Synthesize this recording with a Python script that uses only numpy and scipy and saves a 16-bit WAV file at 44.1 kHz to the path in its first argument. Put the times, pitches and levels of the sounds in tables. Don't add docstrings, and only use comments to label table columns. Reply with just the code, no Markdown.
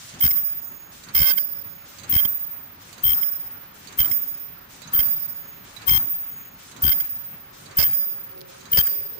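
import sys
import numpy as np
from scipy import signal
from scipy.fft import rfft, irfft, next_fast_len
from scipy.io import wavfile
from scipy.ndimage import uniform_filter1d

SR = 44100
rng = np.random.default_rng(int(sys.argv[2]) if len(sys.argv) > 2 else 0)


def elevation(decibels):
    levels = np.asarray(decibels, float)
    return 10 ** (levels / 20)


def persist_wave(psi):
    counts = np.round(np.clip(psi, -1, 1) * 32767).astype(np.int16)
    wavfile.write(sys.argv[1], SR, np.atleast_2d(counts).T)


N = 405279
T = np.arange(N) / SR
FINE_SR = 48000
M = N * 160 // 147 + 1
SIDE_BEAT_HZ, SIDE_FIRST_S = 75, 0.01588

# (start [s], low horn left [dB], low horn right [dB],
# high horn left [dB], high horn right [dB])
WELDS = [(0.196, -13.5, -12.5, -41, -24), (1.137, -13, -11, -38, -20.5), (2.085, -14, -13, -42, -29),
         (3.025, -12, -13, -53, -20.5), (3.976, -16, -14.5, -50, -22), (4.923, -14.5, -13.5, -41, -22.5),
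         (5.868, -11, -16.5, -53, -28.5), (6.812, -12.5, -16.5, -55, -24.5),
         (7.76, -12.5, -13.5, -40, -24.5), (8.706, -13.5, -17, -48, -19)]


def walk(rate, size=N, sr=SR):
    hold = int(sr / rate)
    steps = np.repeat(rng.standard_normal(size // hold + 1), hold)
    return 1.63 * uniform_filter1d(uniform_filter1d(steps, hold), hold)[:size]


def on_log(table, hz):
    f, v = np.transpose(table)
    return np.interp(np.log(hz + 1), np.log(f), v)


def noise(colour, flicker_db, rate):
    # (frequency [Hz], correlation [-1..1])
    likeness = [(60, 0.95), (130, 1), (290, 0.8), (640, -0.36), (1400, 0.11), (15000, -0.13)]
    size = next_fast_len(N)
    hz = np.arange(size // 2 + 1) * SR / size
    like = np.clip(on_log(likeness, hz), -.99, .99)
    white = rfft(rng.standard_normal((2, size)))
    mid, side = white * elevation(on_log(colour, hz)) * np.sqrt([1 + like, 1 - like])
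    pair = np.array([mid + side, mid - side])
    out = 0
    for centre in 40 * 2. ** np.arange(9):
        band = np.cos(np.pi / 2 * np.clip(np.log2((hz + 1) / centre), -1, 1))
        out = out + irfft(pair * band ** 2, size)[:, :N] * elevation(flicker_db * walk(rate))
    return out / np.sqrt(np.mean(out ** 2))


def place(out, s, sound, pan_db):
    i = int(s * SR)
    sides = elevation(np.array([[pan_db], [-pan_db]]) / 2)
    out[:, i:i + len(sound)] += (sound * sides)[:, :N - i]
    return out


def since_weld(t):
    starts = np.array(WELDS)[:, 0]
    starts = np.append(2 * starts[0] - starts[1], starts)
    k = np.maximum(np.searchsorted(starts, t) - 1, 0)
    return np.maximum(k - 1, 0), t - starts[k]


def horns():
    horn_hz = (14939, 20234, 19670, 19803)
    # (side mode left [dB], side mode right [dB], third horn over high left [dB], right [dB])
    mix = [(-12, -12, -2, -7), (-9, -3.5, -2, 3), (-13, -19, 4.5, -7), (-17, -36, -12, -9),
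           (-12, -3.5, -13, -3.5), (-11.5, -13, -9, 4.5), (-14, -5.5, -0.5, -17), (-13, -24, 8.5, 2.5),
           (-38, -1, -9, -1.5), (-1, -14, 3, 3)]
    direct_shares = 0.93, 0.867, 0.5, 0.58
    side_t60_s = 0.37
    t = np.arange(M) / FINE_SR
    out = np.zeros((2, M), complex)
    weld, since = since_weld(t)
    for ear in range(2):
        low_db, high_db = horn_levels(t, ear)
        fourth_db = np.where(t > 7.5, high_db - 1.5, -99)
        side_db, third_db = np.array(mix)[weld][:, ear::2].T
        levels_db = low_db, high_db, high_db + third_db - 8, fourth_db
        wet = np.clip((-8.5 - low_db) / 10, .02, 1)
        for hz, level_db, direct in zip(horn_hz, levels_db, direct_shares):
            echo = walk(70, size=M, sr=FINE_SR) + 1j * walk(70, size=M, sr=FINE_SR)
            echo_share = np.sqrt((1 - direct ** 2 * (1 - wet)) / 2)
            field = direct * np.sqrt(1 - wet) + echo_share * echo
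            field = field / np.maximum(np.abs(field) / 1.32, 1)
            rasp = uniform_filter1d(rng.standard_normal((2, M)), size=15, axis=1)
            field = field + elevation(-13.5) * (1 - wet) * (rasp[0] + 1j * rasp[1])
            out[ear] += elevation(level_db) * field * np.exp(2j * np.pi * hz * t)
        onset = 1 - np.exp(-np.maximum(since - .009, 0) / 0.015)
        fade = elevation(side_db) * 1000 ** (-since / side_t60_s) * onset
        side_turns = horn_hz[0] * t + SIDE_BEAT_HZ * (since - SIDE_FIRST_S)
        out[ear] += fade * np.exp(2j * np.pi * side_turns)
        chatter = np.minimum(elevation(1.72 * low_db - 25.5), elevation(-41)) * walk(90, size=M, sr=FINE_SR)
        out[ear] += chatter * np.exp(2j * np.pi * 7469 * t)
    return out


def horn_levels(t, ear):
    hold_s = (0.041, 0.19)
    # (start [s], length [s], low horn [dB], high horn [dB], depth of the beat [dB])
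    swells_left = [(.229, 0.051, 4, -3, 14), (1.203, 0.028, 2, 0.5, 17), (2.122, 0.057, 2.5, -9.5, 18.5),
                   (3.042, 0.094, -2, -20, 14), (3.987, 0.018, -5.5, -16.5, 14),
                   (4.085, 0.0039, -16, -31, 15), (4.938, .016, -6, -26, 1), (4.99, .021, -9, -21, 15),
                   (5.879, 0.098, 5, -9, 8), (6.836, 0.067, 2.5, -7.5, 19), (7.785, 0.066, -13, -33, 1),
                   (8.728, 0.064, -8, -20.5, 9), (8.782, 0.028, 6.5, -19, 5.5)]
    # (start [s], length [s], low horn [dB], high horn [dB], depth of the beat [dB])
    swells_right = [(.21, 0.0023, -5, -13, 7), (0.309, 0.0065, -4.5, -8.5, 1), (1.151, 0.079, 0, -3.5, 8.5),
                    (1.225, 0.095, 1.5, -5.5, 3), (1.379, 0.008, -3.5, -13, -1),
                    (2.126, 0.033, -13, -10.5, 3), (2.184, 0.019, -2.5, -10.5, 2.5),
                    (2.253, 0.0013, 1, -13, -2.5), (3.099, 0.0098, -18.5, -9, -3),
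                    (3.23, 0.0051, -10, -24, -2), (3.997, 0.018, 4.5, -3.5, 11.5),
                    (4.047, 0.015, -6, -13, -0.5), (4.113, 0.0042, -11.5, -16, -5.5),
                    (4.993, 0.021, -2.5, -10, 5.5), (5.893, 0.002, -9, 0.5, -4),
                    (6.901, 0.0044, -11, -30, -3), (6.918, .013, -6.5, -14.5, -0.5),
                    (7.002, 0.0079, -7, -14, 1), (7.785, 0.053, 6, -1, 8.5), (7.932, 0.0023, -11, -18.5, 0),
                    (8.732, 0.0024, -3, -17, -2), (8.772, .021, 2, 0.5, 11), (8.81, 0.0026, -4, -7.5, 2),
                    (8.871, 0.0056, -3, -13, 3)]
    attack_s, attack_db = 0.0114, 88
    low_fade_db_per_s, high_fade_db_per_s = (48.5, 56)[ear], 3
    edge_db_per_s, high_steeper = 2502, 1.56
    weld, since = since_weld(t)
    rise_db = -attack_db * np.clip(1 - since / attack_s, 0, 1) ** 1.05
    ring = np.maximum(since - hold_s[ear], 0)
    low_db = np.array(WELDS)[weld, 1 + ear] + rise_db - low_fade_db_per_s * ring
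    high_db = np.array(WELDS)[weld, 3 + ear] - high_fade_db_per_s * ring
    trough = np.sin(np.pi * SIDE_BEAT_HZ * (since - SIDE_FIRST_S)) ** 2
    for s, length, low, high, depth_db in (swells_left, swells_right)[ear]:
        near = slice(*np.searchsorted(t, (s - .03, s + length + .03)))
        outside = np.maximum(np.abs(t[near] - s - length / 2) - length / 2, 0)
        drop = edge_db_per_s * outside + depth_db * trough[near]
        low_db[near] = np.maximum(low_db[near], low - drop)
        high_db[near] = np.maximum(high_db[near], high - high_steeper * drop)
    uneven_db = 3 * np.abs(walk(60, size=M, sr=FINE_SR))
    return low_db, high_db - uneven_db


def jolts():
    # (time [s], peak [dB], frequency [Hz])
    swings = [(0.228, -32, 94), (0.242, -20, 75), (0.257, -20, 95), (0.272, -34, 55), (1.202, -25, 65),
              (1.217, -18, 67), (2.132, -25.5, 107), (2.161, -18.5, 72), (2.253, -29, 160),
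              (3.054, -25.5, 62.6), (3.089, -33, 55), (4.002, -25, 46), (4.95, -29.5, 88),
              (4.992, -23, 57.7), (5.915, -19.5, 83), (5.934, -25, 66.4), (5.95, -20.5, 72.6),
              (6.835, -23.5, 68), (6.849, -19, 114), (6.862, -25, 77), (6.878, -21.5, 46),
              (6.893, -23.5, 51), (7.788, -21, 75), (8.786, -19, 87)]
    out, u = np.zeros((2, N)), T[:4000]
    for (s, db, hz), pan in zip(swings, rng.standard_normal(len(swings))):
        swing = np.sin(2 * np.pi * hz * u) * np.exp(-(u * hz / 0.28) ** 2)
        out = place(out, s, elevation(db + 6) * swing, 3 * pan)
    return out


def valves():
    # (time [s], peak [dB], lowest modes' ring [dB])
    ticks = [(0.0892, -39, -3), (0.1394, -41, -10), (1.0355, -36.5, -8), (1.086, -39, -8), (1.985, -36, -7),
             (2.034, -37, -4), (2.928, -36, -7), (2.98, -40, -8), (3.8723, -37.5, -8), (3.9245, -39, -8),
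             (4.8178, -36.5, 9), (4.873, -39.5, -2), (5.7632, -35, 8), (5.817, -39, -4), (6.7127, -41, 0),
             (6.764, -37.5, 1), (7.6583, -41, -6), (7.71, -42, -8), (8.606, -43.5, 3), (8.654, -40, -6)]
    # (frequency [Hz], level [dB], t60 [s])
    tick_modes = [(3944, 0.5, 0.074), (4530, 8.5, 0.0098), (6510, 2, 0.041), (7430, 13.5, 0.0051),
                  (2580, -2.5, 0.0086), (8950, -2.5, 0.021)]
    out, u = np.zeros((2, N)), T[:3000]
    for (s, db, ring_db), chance in zip(ticks, rng.standard_normal((len(ticks), 3000))):
        ring = 0
        for (f, g, t60), c in zip(tick_modes, chance):
            mode_db = g + 2.5 * c + ring_db * (f < 4200)
            ring = ring + elevation(mode_db) * np.sin(2 * np.pi * f * u) * 1000 ** (-u / t60)
        tick = signal.fftconvolve(ring, chance * np.exp(-u / 0.015))[:3000]
        rattle = np.diff(chance, prepend=0) * np.exp(-u / 0.0089)
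        blow = elevation(7.5) * tick / np.abs(tick).max() + rattle
        out = place(out, s, elevation(db - 17) * blow, -39.5)
    return out


def cloth_snaps():
    # (time [s], peak [dB])
    snaps = [
        (8.3174, -39),
        (8.378, -36),
        (8.4082, -30),
        (8.4148, -26.5),
        (8.417, -34),
    ]
    out, u = np.zeros((2, N)), T[:60]
    click = np.sin(2 * np.pi * 4500 * u) * np.exp(-u / 0.00023)
    click = click + np.sin(2 * np.pi * 12000 * u) * np.exp(-u / 0.0001)
    for s, db in snaps:
        out = place(out, s, elevation(db) * np.diff(click), -24)
    return out


def valve_air():
    # (frequency [Hz], density [dB per Hz])
    air_colour = [(500, -25), (1180, -6.5), (2000, -4), (3400, -0.5), (4770, -1.5), (6900, 1), (10000, -1),
                  (14200, -7.5)]
    puff_s, puff_rise_s, puff_hold_s, puff_db_per_s = 0.727, 0.019, 0.12, 110
    since = since_weld(T)[1]
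    late = since - puff_s
    exhaust = elevation(-41 - 41.5 * since)
    puff = elevation(-48 - puff_db_per_s * np.maximum(late - puff_hold_s, 0))
    puff = puff * np.clip(1 + late / puff_rise_s, 0, 1) ** 2
    flow = uniform_filter1d(elevation(-67.5) + exhaust + puff, size=900)
    first_puff = elevation(6.6 * (T < .2))
    return first_puff * flow * noise(air_colour, flicker_db=1.0, rate=30)


def frame_shudder():
    # (frequency [Hz], density [dB per Hz])
    shudder_colour = [(40, -101), (80, -1.5), (200, -3.5), (500, -14), (1300, -9), (2500, -15),
                      (5000, -33.5)]
    # (time after the weld starts [s], level [dB], width [s])
    knocks = [
        (.09, -44, 0.11),
        (.53, -54, 0.022),
        (.91, -45.5, .035),
    ]
    since = since_weld(T)[1]
    shake = elevation(-52) + sum(elevation(db) * np.exp(-((since - s) / width) ** 2) for s, db, width in knocks)
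    return shake * noise(shudder_colour, flicker_db=2.0, rate=25)


def whine():
    # (middle [s], level [dB])
    pulls = [(.75, -53), (1.82, -58.5), (3.05, -62), (4.25, -59), (5.45, -56.5), (6.42, -57), (7.75, -62.5),
             (8.7, -64)]
    line_hz = (6665, 6944, 13534, 14266, 1152)
    line_db = (7, -17, 1, -3, -16)
    pull = sum(elevation(db) * np.exp(-(np.abs(T - s) / 0.165) ** 4) for s, db in pulls)
    lines = np.zeros((2, N))
    for ear in range(2):
        for f, g in zip(line_hz, line_db):
            lines[ear] += elevation(g + 2 * walk(8.5)) * np.sin(2 * np.pi * (f * T + rng.random()))
    return elevation(-6.0) * pull * lines


def low_tones():
    # (time [s], level [dB])
    hum = [(7.4, -70), (7.8, -54), (8.1, -53), (8.25, -58), (8.42, -49), (8.7, -63), (8.95, -47.5),
           (9.06, -57), (9.19, -50)]
    # (frequency [Hz], width [Hz], level [dB])
    hum_modes = [(133, 6.4, -15), (376, 14, 0), (404, 32, -5.5), (520, 17, -5), (546, 13, -1.5)]
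    s, db = np.transpose(hum)
    modes = [elevation(g) * (walk(w) + 1j * walk(w)) * np.exp(2j * np.pi * f * T) for f, w, g in hum_modes]
    level = elevation(np.interp(T, s, db) - 5 + 1.5 * walk(12))
    ears = np.array([[1], [1.5 * np.exp(2.4j)]])
    return level * (np.sum(modes, axis=0) * ears).imag


def hall_hum():
    # (frequency [Hz], density [dB per Hz])
    hall_colour = [(15, -33), (25, 2), (400, -8.5), (731, -5.5), (1250, -6), (5400, -17), (7500, -26),
                   (13000, -64)]
    return elevation(-51 + walk(1.845)) * noise(hall_colour, flicker_db=-0.74, rate=16.0)


def scene():
    machine = valves() + cloth_snaps() + valve_air() + frame_shudder() + whine()
    return machine + low_tones() + hall_hum()


def low_pass(x):
    return signal.sosfilt(signal.butter(12, 16950, fs=SR, output="sos"), x)


def record(dry):
    # (frequency [Hz], gain [dB])
    phone = [(3000, -0.5), (6000, -1), (10000, -5.5), (12000, -7.5), (13300, -11.5), (14940, -1),
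             (15700, -15), (16900, -36)]
    bend, ceiling = 0.84, 0.3
    x = signal.resample_poly(dry, 160, 147, axis=1)[:, :M]
    tone = horns()[:, :x.shape[1]]
    block_slow = signal.butter(1, 250, "high", fs=FINE_SR, output="sos")
    difference = signal.sosfilt(block_slow, np.abs(tone) ** 2 / 2)
    clipped = np.clip(x + tone.imag + bend * difference, -ceiling, ceiling)
    y = signal.resample_poly(clipped, 147, 160, axis=1)[:, :N]
    size = next_fast_len(N)
    hz = np.arange(size // 2 + 1) * SR / size
    response = elevation(on_log(phone, hz)) * (hz < 16900)
    y = irfft(rfft(y, size) * response, size)[:, :N] + jolts()
    y = signal.sosfilt(signal.butter(1, 30, "high", fs=SR, output="sos"), y)
    return low_pass(y)


dry = scene()
out = record(dry)
persist_wave(out)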